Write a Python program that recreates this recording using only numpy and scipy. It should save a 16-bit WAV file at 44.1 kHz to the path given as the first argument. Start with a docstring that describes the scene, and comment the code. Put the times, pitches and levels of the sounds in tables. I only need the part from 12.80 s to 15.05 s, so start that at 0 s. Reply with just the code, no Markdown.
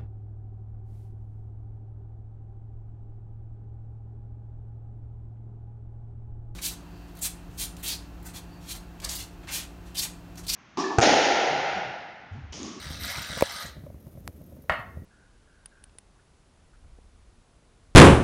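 """A small kitchen: aerosol foam hisses and sputters into a glass as tiny bubbles burst, then stops.
A brighter spit of gas escapes with it early on.
The can is set down on a stone counter; its rim clacks and its shell rings through the room.
The hand-held camera adds low rumble, soft bumps and a few dry clicks of its case.
Faint room hiss lies underneath, with a high fizz in the second half."""
import sys
import numpy as np
from scipy import signal
from scipy.fft import rfft, irfft, next_fast_len
from scipy.io import wavfile
from scipy.ndimage import uniform_filter1d, map_coordinates

SR = 44100
rng = np.random.default_rng(int(sys.argv[2]) if len(sys.argv) > 2 else 0)


def file_out(sig):
    """Save sig as 16-bit WAV at sys.argv[1]."""
    # one column per channel
    cols = np.atleast_2d(sig).T
    # limit, then scale
    lim = np.clip(cols, -1, 1)
    pcm = np.round(lim * 32767).astype(np.int16)
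    wavfile.write(sys.argv[1], SR, pcm)


N = 99225
TOP_HZ = 15850
# camera case modes: pitch_hz, level_db, t60_s
CASE_MODES = [(337, -17.5, 0.03), (558, 2, 0.024), (914, -1.5, 0.0076), (2180, -16, 0.0097)]


def amp(db):
    return 10 ** (np.asarray(db) / 20)


def unit(x):
    """Scale to rms 1."""
    return x / np.sqrt(np.mean(x ** 2) + 1e-20)


def along(points, hz):
    """Interpolate (freq_hz, value) rows on a log axis."""
    freq_hz, values = np.transpose(points)
    return np.interp(np.log(hz + 1), np.log(freq_hz + 1), values)


def curve(rows):
    """One value per sample from (time_s, value) rows."""
    return np.interp(np.arange(N) / SR, *np.transpose(rows))


def wobble(knots_per_s):
    """Smooth random curve."""
    return map_coordinates(rng.standard_normal(N // 20), [np.arange(N) * knots_per_s / SR])


def fade(t, t60_s):
    return np.exp(-np.log(1000) * t / t60_s)


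def attack(t, rise_s):
    return 1 - np.exp(-t / rise_s)


def colour(x, spectrum):
    """Minimum-phase filter of unit power gain, shaped by (freq_hz, gain_db) rows."""
    size = 8192
    gain = amp(along(spectrum, np.fft.rfftfreq(size, 1 / SR)))
    cepstrum = irfft(np.log(unit(gain)))
    cepstrum[1:size // 2] *= 2
    cepstrum[size // 2 + 1:] = 0
    return signal.fftconvolve(x, irfft(np.exp(rfft(cepstrum))))[:len(x)]


def noise(spectrum):
    """Coloured noise of rms 1."""
    return unit(colour(rng.standard_normal(N + SR), spectrum)[SR:])


def add(track, start_s, sound):
    part = track[round(start_s * SR):][:len(sound)]
    part += sound[:len(part)]


def ring(modes, t, scatter_db):
    """Damped modes, each struck a little differently."""
    return sum(amp(db + scatter_db * rng.standard_normal()) * fade(t, t60_s) * np.sin(2 * np.pi * hz * t)
               for hz, db, t60_s in modes)


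def room_hiss():
    """Steady hiss of the quiet room."""
    # hiss spectrum: freq_hz, gain_db
    spectrum = [(100, 21), (550, 20), (900, 6), (2000, 1), (4500, -8), (6400, -3), (7700, -10), (9200, -7),
                (9900, 3), (10500, -19), (13000, -3), (15700, -6)]
    return amp(-59) * noise(spectrum)


def handling_rumble():
    """Low handling rumble, with a low thump as the can lands at 1.9 s."""
    # rumble envelope: time_s, level_db
    envelope = [(0.0, -49.5), (0.07, -45), (0.26, -38), (0.35, -58.5), (0.38, -37), (0.48, -54),
                (0.53, -40), (0.6, -45), (0.63, -46), (0.71, -56), (0.75, -46), (0.82, -67), (0.85, -42),
                (0.94, -51.5), (0.97, -41), (1.23, -53), (1.28, -40.5), (1.3, -53), (1.5, -41),
                (1.53, -56.5), (1.55, -45), (1.81, -46), (1.87, -61), (1.9, -34), (1.95, -49.5),
                (2.0, -41.5), (2.04, -48), (2.25, -45)]
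    # rumble spectrum: freq_hz, gain_db
    spectrum = [(18, -59), (35, -18.5), (55, -1.5), (80, 3.5), (130, -8.5), (200, -7.5), (300, -15.5),
                (420, -23.5), (600, -25), (900, -41), (2000, -51.5)]
    return amp(curve(envelope) - 0.5) * noise(spectrum)


def hand_bumps():
    """The hand bumps the camera: a rub and a knock of the case over a low thud."""
    # bumps: start_s, knock_db, thud_db
    bumps = [(.065, -59, -26.5), (0.106, -53, -24), (.38, -54, -26), (0.5, -39.5, -26), (.527, -39, -29),
             (.572, -26, -49), (0.851, -37.5, -37), (.967, -50, -27), (1.037, -42, -29.5),
             (1.065, -36, -46), (1.101, -39.5, -31.5), (1.144, -40.5, -30), (1.268, -39, -31),
             (1.352, -47, -33), (1.374, -40.5, -31.5), (1.485, -48.5, -35), (1.611, -49, -39),
             (1.721, -44.5, -35), (1.766, -42.5, -40), (1.79, -52, -30), (1.84, -47, -36),
             (1.995, -48, -33), (2.075, -47, -32), (2.171, -41, -27), (2.22, -64, -29.5)]
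    # rub spectrum: freq_hz, gain_db
    rub_spectrum = [(30, -23), (90, 16), (250, -6), (420, -13), (590, 9.5), (760, -13), (1200, -30),
                    (3000, -43)]
    # modes of the camera in the hand: pitch_hz, level_db, t60_s
    thud_modes = [(75.8, -4, .09), (134.4, 1.5, 0.046), (213.4, 2, 0.017)]
    out, t = np.zeros(N), np.arange(SR // 10) / SR
    for start_s, knock_db, thud_db in bumps:
        rub = unit(colour(rng.standard_normal(len(t)), rub_spectrum)) * fade(t, t60_s=0.031)
        knock = amp(4) * rub + ring(CASE_MODES, t, scatter_db=-0.7)
        thud = ring(thud_modes, t, scatter_db=2.0) / 2
        add(out, start_s, (amp(knock_db) * knock + amp(thud_db) * thud) * attack(t, rise_s=0.0011))
    return out


def sputter(spectrum, flutter_db):
    """Tiny bubbles burst on a turbulent hiss, fluttering as foam and gas alternate."""
    pops_per_s, spread_db, pop_share = 1500, 4.5, 0.65
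    pops = (rng.random(N) < pops_per_s / SR) * rng.choice([-1, 1], N)
    pops = pops * amp(spread_db * rng.standard_normal(N))
    source = np.sqrt(pop_share) * unit(pops) + np.sqrt(1 - pop_share) * rng.standard_normal(N)
    flutter = amp(flutter_db * (wobble(44.72) + wobble(220)))
    return unit(colour(source * flutter, spectrum))


def patchy(x, depth_db=2.6):
    """Brief resonances come and go as foam shifts in the nozzle and the glass."""
    bins = signal.stft(x, nperseg=512)[2]
    patches = uniform_filter1d(rng.standard_normal(bins.shape), size=5, axis=0)
    patches = uniform_filter1d(patches, size=7, axis=1)
    return unit(signal.istft(bins * amp(depth_db * unit(patches)), nperseg=512)[1][:N])


def bubbles():
    """Larger bubbles burst at random, each with a brief ping."""
    bursts_per_s, spread_db = 260, 4
    centre_hz, spread_octaves, t60_cycles = 4580, 0.546, 40
    out, t = np.zeros(N), np.arange(SR // 20) / SR
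    for pitch, size in rng.standard_normal((int(bursts_per_s * N / SR), 2)):
        hz = min(centre_hz * 2 ** (spread_octaves * pitch), TOP_HZ)
        ping = np.sin(2 * np.pi * hz * t) * fade(t, t60_cycles / hz)
        add(out, rng.uniform(0, N / SR), amp(spread_db * min(size, 2)) * ping)
    return unit(out)


def foam():
    """Foam leaves the nozzle, sputtering and bubbling."""
    # foam flow: time_s, level_db
    flow = [(0, -42), (.2, -42), (.209, -36.3), (.35, -35.3), (.44, -37), (.51, -39), (.58, -37.5),
            (.76, -37.5), (.865, -39.5), (.9, -52), (.94, -80)]
    # foam spectrum: freq_hz, gain_db
    spectrum = [(290, -59), (500, -14), (657, -6), (716, -9), (815, -9.5), (941, -11.5), (1060, -12.5),
                (1220, -3), (1310, -5), (1450, -2), (1800, -6), (2010, -1.5), (2570, -19.5), (3060, -11.5),
                (3530, -10), (3960, -1), (4310, -8.5), (6000, -10.5), (6830, -22.5), (8980, -13),
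                (10500, -29.5), (14000, -30), (15500, -32)]
    froth = patchy(sputter(spectrum, flutter_db=1.78))
    return amp(curve(flow)) * unit(froth + amp(-8) * bubbles())


def gas_jet():
    """Gas escapes with the foam in a brighter jet, strongest at first."""
    # gas flow: time_s, level_db
    flow = [(0, -58), (.2, -58), (.212, -40), (.28, -39), (.335, -42), (.37, -54), (.56, -58), (.68, -52),
            (.87, -55), (.92, -85)]
    # jet spectrum: freq_hz, gain_db
    spectrum = [(800, -56), (1400, -16), (2900, 4.5), (4500, -7.5), (7000, -41), (9500, -2.5), (10800, -6),
                (12200, 4), (13300, -1), (14300, 4), (15700, -34)]
    return amp(curve(flow)) * patchy(sputter(spectrum, flutter_db=5.0))


def case_clicks():
    """Dry case clicks, each made of two tight impulses, then a short ring."""
    # clicks: start_s, click_db, ring_db
    clicks = [(0.5773, -11, -38), (.6098, -0.5, -24.5), (0.6235, 1, -8.5), (1.4774, -3, -61)]
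    # click spectrum: freq_hz, gain_db
    spectrum = [(150, -17), (700, 6), (1600, 2.5), (2700, 1.5), (5000, -8), (8000, -9), (11000, -9),
                (14000, -10), (16000, -5)]
    second_impulse_lag_s, ring_lag_s = 0.0003, 0.0007
    grit_db, second_impulse_db = -16, -11.5
    out, t = np.zeros(N), np.arange(SR // 10) / SR
    for start_s, click_db, ring_db in clicks:
        snap = (t == 0) + amp(grit_db) * rng.standard_normal(len(t)) * fade(t, t60_s=0.002)
        click = amp(click_db) * colour(snap, spectrum) / 2
        add(out, start_s, click)
        add(out, start_s + second_impulse_lag_s, -amp(second_impulse_db) * click)
        add(out, start_s + ring_lag_s, amp(ring_db) * ring(CASE_MODES, t, scatter_db=4.5))
    return out


def fizz():
    """A faint, high crackle flickers, swelling after the spray stops."""
    # fizz envelope: time_s, level_db
    envelope = [(0, -78), (1.03, -76), (1.09, -68), (1.17, -71), (1.3, -64.5), (1.72, -65.5), (1.9, -68.5),
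                (2.25, -86)]
    # fizz spectrum: freq_hz, gain_db
    spectrum = [(1000, -17), (8000, -16), (11000, -5), (13000, 0.5), (14200, -8), (15700, -14)]
    return amp(curve(envelope)) * patchy(sputter(spectrum, flutter_db=3.5))


def can_on_counter():
    """The can lands and rocks; each rim contact clacks and rings the metal shell."""
    # rim contacts: start_s, level_db
    contacts = [(1.8958, -14), (1.898, -23), (1.921, -26), (1.9345, -27)]
    # clack spectrum: freq_hz, gain_db
    spectrum = [(60, -45), (200, -49), (430, -13.5), (700, -1.5), (1000, -3), (1350, 6.5), (1550, -8),
                (2050, 4), (2600, -10.5), (3400, -14), (4500, -23.5), (6300, -35.5), (7800, -31),
                (11000, -39.5), (16000, -58)]
    # shell modes: pitch_hz, level_db, t60_s
    shell_modes = [(659, -3, 0.14), (721, -7.5, 0.17), (845, -19, 0.097), (1095, -7, 0.23),
                   (1198, -14.5, 0.23), (1332, -15, 0.1), (1776, -8, 0.094), (1875, -1.5, 0.067),
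                   (1910, -7.5, 0.17), (2047, -26, 0.18), (2164, -25, 0.36), (2870, -21, .18),
                   (3360, -30, 0.25), (4290, -29, 0.17)]
    out, t = np.zeros(N), np.arange(SR // 2) / SR
    for start_s, level_db in contacts:
        clack = amp(1) * colour(rng.standard_normal(len(t)) * fade(t, t60_s=0.035), spectrum)
        shell = amp(-3.5) * ring(shell_modes, t, scatter_db=0.5)
        add(out, start_s, amp(level_db) * (clack + shell) * attack(t, rise_s=0.00052))
    return out


def kitchen(x, wet_db):
    """Direct sound plus the room's tail, longest in the midrange."""
    # room decay: freq_hz, t60_s
    decay = [(200, 0.13), (1000, 0.49), (2200, 0.44), (4000, 0.39), (8000, 0.21), (14000, 0.39)]
    hz, t, bins = signal.stft(rng.standard_normal(SR), SR, nperseg=256)
    tail = signal.istft(bins * fade(t, along(decay, hz)[:, None]), SR, nperseg=256)[1]
    tail *= attack(np.arange(len(tail)) / SR, rise_s=0.0031)
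    reverb = signal.fftconvolve(x, tail / np.linalg.norm(tail))[:N]
    return (x + amp(wet_db) * reverb) / np.hypot(1, amp(wet_db))


def scene():
    """Mono mix; only the spray and the can excite the room."""
    froth, gas = foam(), gas_jet()
    spray = kitchen(froth, wet_db=-4) + kitchen(gas, wet_db=-8)
    can = kitchen(can_on_counter(), wet_db=-4)
    handling = handling_rumble() + hand_bumps() + case_clicks()
    return (spray + can + handling + fizz() + room_hiss())[None]


def record(dry):
    """The camera cuts deep bass and everything above TOP_HZ."""
    low_cut_hz, size = 47, next_fast_len(N + SR // 2)
    highpassed = signal.sosfilt(signal.butter(2, low_cut_hz, "highpass", fs=SR, output="sos"), dry)
    passband = np.fft.rfftfreq(size, 1 / SR) < TOP_HZ
    return irfft(rfft(highpassed, size) * passband, size)[:, :N]


dry = scene()
out = record(dry)
file_out(out)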